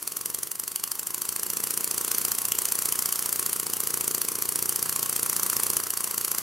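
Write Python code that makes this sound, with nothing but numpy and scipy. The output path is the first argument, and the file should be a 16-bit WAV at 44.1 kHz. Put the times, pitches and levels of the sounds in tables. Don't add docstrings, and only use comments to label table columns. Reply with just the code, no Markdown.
import sys
import numpy as np
from scipy import signal
from scipy.fft import rfft, irfft
from scipy.io import wavfile
from scipy.ndimage import uniform_filter1d

SR = 44100
rng = np.random.default_rng(int(sys.argv[2]) if len(sys.argv) > 2 else 0)


def generate_wav(sig):
    pcm = np.round(np.clip(np.atleast_2d(sig).T, -1, 1) * 32767).astype(np.int16)
    wavfile.write(sys.argv[1], SR, pcm)


N = 283122
TIME = np.arange(N) / SR

# start_s, wingbeats_per_s
WING_SPEED = [(0.0, 10.4), (0.54, 12.179), (0.84, 12.625), (1.52, 14.579), (2.62, 14.915), (2.72, 14.784),
              (3.04, 14.936), (3.72, 14.615), (4.3, 14.45), (4.4, 14.75), (4.88, 14.914), (5.82, 14.81),
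              (5.96, 14.478), (6.42, 14.79)]
# start_s, effort_db, relative membrane thump_db
WING_LOAD = [(0.0, -5.5, -53), (0.36, -4.5, -51), (0.5, -7, -55.5), (1.02, -5, -57.5), (1.42, -2.5, -48.5),
             (1.8, -1.55, -47.5), (2.22, 1, -46.5), (2.38, -1.3, -51.5), (2.74, 0.3, -49), (3.14, 0.1, -49),
             (3.64, -1.5, -47), (4.0, -0.5, -45), (4.4, -1.5, -46), (5.1, -0.14, -46.5), (5.55, 1.6, -44),
             (5.76, 0.2, -43.5), (5.86, -1.8, -50.5), (6.42, -0.4, -46.5)]


def amp(db):
    return 10 ** (np.asarray(db) / 20)


def evened(x):
    return x / np.sqrt(np.mean(x ** 2) + 1e-20)


def curve(rows, t=TIME, column=1):
    rows = np.asarray(rows)
    return np.interp(t, rows[:, 0], rows[:, column])


def read(points, hz):
    point_hz, value = np.transpose(points)
    return np.interp(np.log(hz + 1), np.log(point_hz), value)


def through(x, response):
    return signal.oaconvolve(x, response)[:N]


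def colour(x, spectrum, size=4096):
    hz = abs(np.fft.fftfreq(size, 1 / SR))
    log_gain = np.log(amp(read(spectrum, hz)))
    response = np.fft.ifft(np.exp(np.conj(signal.hilbert(log_gain)))).real
    return through(x, response[:size // 2])


def shaped(x, spectrum):
    return evened(colour(x, spectrum)) * x.std()


def swelled(x, spectrum):
    gain = amp(read(spectrum, np.fft.rfftfreq(2 * N, 1 / SR)))
    return irfft(rfft(x, 2 * N) * gain)[:N]


def ringing(modes):
    t = np.arange(SR // 4) / SR
    return sum(amp(db - 60 * t / t60) * np.cos(2 * np.pi * hz * t) for hz, db, t60 in modes)


def add(mix, start_s, sound):
    part = mix[max(round(start_s * SR), 0):][:len(sound)]
    part += sound[:len(part)]


def driven(law, t=TIME):
    full_db, growth = law
    return full_db + growth * curve(WING_LOAD, t)


def crank():
    start_turn = .1887
    return start_turn + np.cumsum(curve(WING_SPEED)) / SR


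def flips():
    slack_share = .478
    turns = crank()
    beats = np.arange(int(turns[-1]))
    taut = np.interp(beats + 1, turns, TIME)
    slack = np.interp(beats + slack_share, turns, TIME)
    return taut, slack


def air(floor_db=-56):
    # hz, relative level_db
    floor_spectrum = [(20, 3), (45, 5), (70, -11), (130, -2), (350, 1), (700, -13), (2000, -10),
                      (8000, -73), (16000, -34)]
    left, right, shared = (evened(colour(rng.standard_normal(N), floor_spectrum)) for _ in range(3))
    return amp(floor_db) * evened(np.array([left, right]) + 0.26 * shared)


def wing_hum(hum_db=-9, port_spread=1.27, waver_db=3.5, speed_power=4.7):
    wing_tones = [(4, -8), (5, -13), (6, -7), (7, -1), (8, -10), (9, 1), (10, -1), (11, -4), (12, -5),
                  (13, -3), (14, -7)]
    out = np.zeros((2, N))
    angle = 2 * np.pi * crank()
    for multiple, db in wing_tones:
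        lag = np.pi * multiple ** 2 / 16
        apart = port_spread * rng.choice([-1, 1]) * np.array([[.5], [-.5]])
        drift = rng.standard_normal(size=14)
        waver = np.interp(TIME, np.linspace(0, TIME[-1], len(drift)), drift)
        out += amp(db + waver_db * waver) * np.cos(multiple * angle - lag + apart)
    level_db = curve(WING_LOAD, column=2) + hum_db
    return amp(level_db) * evened(out * curve(WING_SPEED) ** speed_power)


def gears(grain_db=2.5, flutter_db=2.0):
    # hz, relative level_db
    hiss_spectrum = [(100, -10), (400, -2), (700, -3), (1150, 1.5), (2000, -3.5), (3600, -4.5),
                     (4700, -1.5), (7000, 2.5), (10000, 2.5), (13000, 3.5), (15500, -7), (17000, -4.5)]
    hiss_law = (-37, 1.32)
    clicks, sizes, flutter = rng.standard_normal((3, N))
    flutter = evened(uniform_filter1d(flutter, size=160))
    grains = clicks * amp(grain_db * sizes + flutter_db * flutter)
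    return amp(driven(hiss_law)) * evened(colour(grains, hiss_spectrum))


def blows(taut, slack, lead_s, slack_lead_s, slack_db, scatter_db, jitter_s):
    times = np.r_[taut - lead_s, slack - slack_lead_s]
    force = np.r_[np.ones(len(taut)), -amp(slack_db) * np.ones(len(slack))]
    late, strong = rng.standard_normal((len(times), 2)).T
    places = np.round((times + jitter_s * late) * SR).astype(int)
    out = np.zeros(N)
    out[np.clip(places, 0, N - 1)] = force * amp(scatter_db * strong)
    return out


def body(taut, slack, chatter_s=0.011, chatter_db=-7):
    # hz, relative level_db
    push_spectrum = [(20, -45), (45, -32), (70, -18), (105, 5.5), (190, 5.5), (260, 4.5), (400, 1),
                     (900, -48)]
    thump_spectrum = [(30, -58), (100, -5), (240, -17), (320, -1), (400, 0), (500, 0), (620, -26),
                      (900, -24), (2500, -59)]
    knock_spectrum = [(300, -22), (780, -16.5), (950, -5), (1080, 4), (1190, -2), (1340, 0), (1600, -6.5),
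                      (2000, -7.5), (2350, -17), (2850, -20.5), (3600, -25), (6000, -17), (15000, -20.5)]
    # pitch_hz, relative level_db, t60_s
    stand_modes = [(203, -4, .11), (339, -4, .055), (373, -4, .07), (442, -4, .09), (469, -4, .056)]
    # level_db at zero effort, dB gained per dB of effort
    knock_law = (-42.5, 1.08)
    # start_s, lean_degrees
    lean_curve = [(0, 0), (4.2, 0), (5.6, 20), (6.42, 20)]
    thump_db_per_degree, knock_db_per_degree = -0.07, 0.2
    lean = curve(lean_curve, slack)

    drive = blows(taut, slack, lead_s=0.00043, slack_lead_s=0.0021,
                  slack_db=0.5 + thump_db_per_degree * lean, scatter_db=1.26, jitter_s=0.00035)
    thump_db = curve(WING_LOAD, column=2)
    push = amp(thump_db - 12.0) * evened(swelled(drive, push_spectrum))
    thump = amp(thump_db - 5.0) * evened(swelled(drive, thump_spectrum))
    stand = amp(thump_db - 15.5) * evened(through(drive, ringing(stand_modes)))

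    strikes = blows(taut, slack, lead_s=0.001288, slack_lead_s=0.001853,
                    slack_db=-0.7 + knock_db_per_degree * lean, scatter_db=1.3, jitter_s=.0003)
    reversal = np.exp(-abs(np.arange(-SR // 20, SR // 20) / SR) / chatter_s)
    chatter = rng.standard_normal(N) * signal.oaconvolve(strikes, reversal, "same")
    rattle = evened(strikes) + amp(chatter_db) * evened(chatter)
    knock = amp(driven(knock_law) - 2.0) * evened(colour(rattle, knock_spectrum))
    return -(push + thump + knock + stand)


def snap_levels(taut, slack, scatter_db=0.55):
    # level_db at zero effort, dB gained per dB of effort
    taut_law = (-16.5, 0.66)
    slack_law = (-20.5, 1)
    # start_s, change_db
    limp_flips = [(2.048, -2), (3.599, -1.5), (3.668, -3.5), (4.356, -3), (5.837, -3.5), (5.974, -2),
                  (6.112, -3)]
    taut_db, slack_db = scatter_db * rng.standard_normal((len(taut), 2)).T
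    for s, change_db in limp_flips:
        taut_db[np.argmin(abs(taut - s))] += change_db
    return taut_db + driven(taut_law, taut), slack_db + driven(slack_law, slack)


def snaps(times, levels_db, snap_s, rustle_db, flutter_db, rise_s, fall_s, crease_db):
    t = np.arange(-SR // 80, SR // 50) / SR
    snap = np.exp(-(t / snap_s) ** 4)
    rustle = amp(rustle_db) * np.exp(-abs(t) / rise_s)
    flutter = amp(flutter_db) * np.exp(-abs(t) / fall_s)
    shape = snap + np.where(t < 0, rustle, flutter)
    out = np.zeros(N)
    for s, db in zip(times, levels_db):
        clicks = rng.choice([-1, 1], len(t))
        spectrum = rfft(shape * clicks)
        crease = signal.resample(rng.standard_normal(size=18), len(spectrum))
        spectrum *= amp(crease_db * crease)
        add(out, s + t[0], amp(db) * evened(irfft(spectrum, len(t))))
    return out


def film(taut, slack, reflection_db=-11):
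    # hz, relative level_db
    film_spectrum = [(200, -30.5), (1200, -16), (2200, -21.5), (2900, -13.5), (3700, -22.5), (4500, -5),
                     (6000, -4.5), (7500, -1.5), (9500, 2), (11500, 2), (13500, 0), (15500, -7), (17000, 0)]
    # pitch_hz, relative level_db, t60_s
    reflection_peaks = [(3140, -1, 0.0034), (4626, 5.5, 0.0064), (6175, 4.5, 0.011), (7560, 5, 0.011),
                        (8970, 4.5, 0.017), (10270, 3, 0.023)]
    # start_s, relative level_db
    whip_cracks = [(0.0761, -22), (.2595, -23), (0.4333, -20), (0.7609, -18), (0.8393, -18.5),
                   (2.3182, -19), (2.521, -15.5), (2.993, -26), (4.0802, -21), (5.7684, -15.5),
                   (5.9047, -26)]
    taut_shape = dict(snap_s=.0012, rustle_db=-.5, flutter_db=0, rise_s=.004, fall_s=.0044, crease_db=.7)
    slack_shape = dict(snap_s=.001, rustle_db=2, flutter_db=3, rise_s=.004, fall_s=.005, crease_db=.7)
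    crack_shape = dict(snap_s=.0007, rustle_db=-22, flutter_db=-20, rise_s=.001, fall_s=.0018, crease_db=1.5)
    taut_db, slack_db = snap_levels(taut, slack)
    out = amp(-9.5) * snaps(taut, taut_db, **taut_shape)
    out += amp(-9.5) * snaps(slack, slack_db, **slack_shape)
    out += amp(-12.5) * snaps(*np.transpose(whip_cracks), **crack_shape)
    reflection_ring = amp(reflection_db) * out.std() * evened(through(out, ringing(reflection_peaks)))
    return shaped(out, film_spectrum) + reflection_ring


def film_spread(taut, slack):
    # hz, side_minus_mid_db
    film_width = [(100, -1), (1200, -7), (3000, -37), (6000, -23.5), (9000, -7), (14000, -7)]
    return colour(amp(-6.0) * film(taut, slack) + amp(-.1) * gears(), film_width)


def room_tail():
    # hz, t60_s
    room_decay = [(100, 0.14), (1000, 0.64), (5000, 0.16), (16000, 0.43)]
    taps = rng.standard_normal(SR // 2) * (rng.random(SR // 2) < 1 / 8)
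    taps[:SR // 200] = 0
    hz, t, bands = signal.stft(taps, SR, nperseg=256)
    decay = amp(-60 * t / read(room_decay, hz)[:, None])
    tail = signal.istft(bands * decay, SR, nperseg=256)[1]
    return tail / np.linalg.norm(tail)


def lab(x, spread):
    # hz, reflection level_db
    wet_spectrum = [(100, -5), (400, -5), (1200, -10.5), (3000, -7), (8000, -14.5), (16000, -12)]
    # hz, relative side_minus_mid_db
    room_width = [(60, 2), (160, 8), (350, -2), (700, -0.5), (1400, -1), (2800, -15.5), (5500, -42),
                  (9000, -7), (14000, 0)]
    wet = colour(x, wet_spectrum)
    mid = x + through(wet, room_tail())
    side = amp(0.2) * colour(through(wet, room_tail()), room_width) + spread
    return np.array([mid + side, mid - side])


def scene():
    taut, slack = flips()
    robot = gears() + body(taut, slack) + film(taut, slack)
    return air() + wing_hum() + lab(robot, film_spread(taut, slack))


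def record(dry):
    # hz, left_minus_right_db
    port_tilt = [(100, -1.5), (400, -1), (1200, -1.5), (2400, 1), (4400, -4.7), (8000, 0.9), (15000, 0.8)]
    low_cut_hz, edge_hz = 62, 15850
    hz = np.fft.rfftfreq(N, 1 / SR)
    tilt_db = read(port_tilt, hz)
    low_cut = hz ** 2 / np.hypot(hz ** 2, low_cut_hz ** 2)
    port_gain = amp(np.array([tilt_db, -tilt_db]) / 2)
    ports = irfft(rfft(dry) * low_cut * port_gain, N)
    low_pass = signal.firwin(601, edge_hz, window=("kaiser", 8), fs=SR)
    return signal.oaconvolve(ports, low_pass[None], "same")


dry = scene()
out = record(dry)
generate_wav(out)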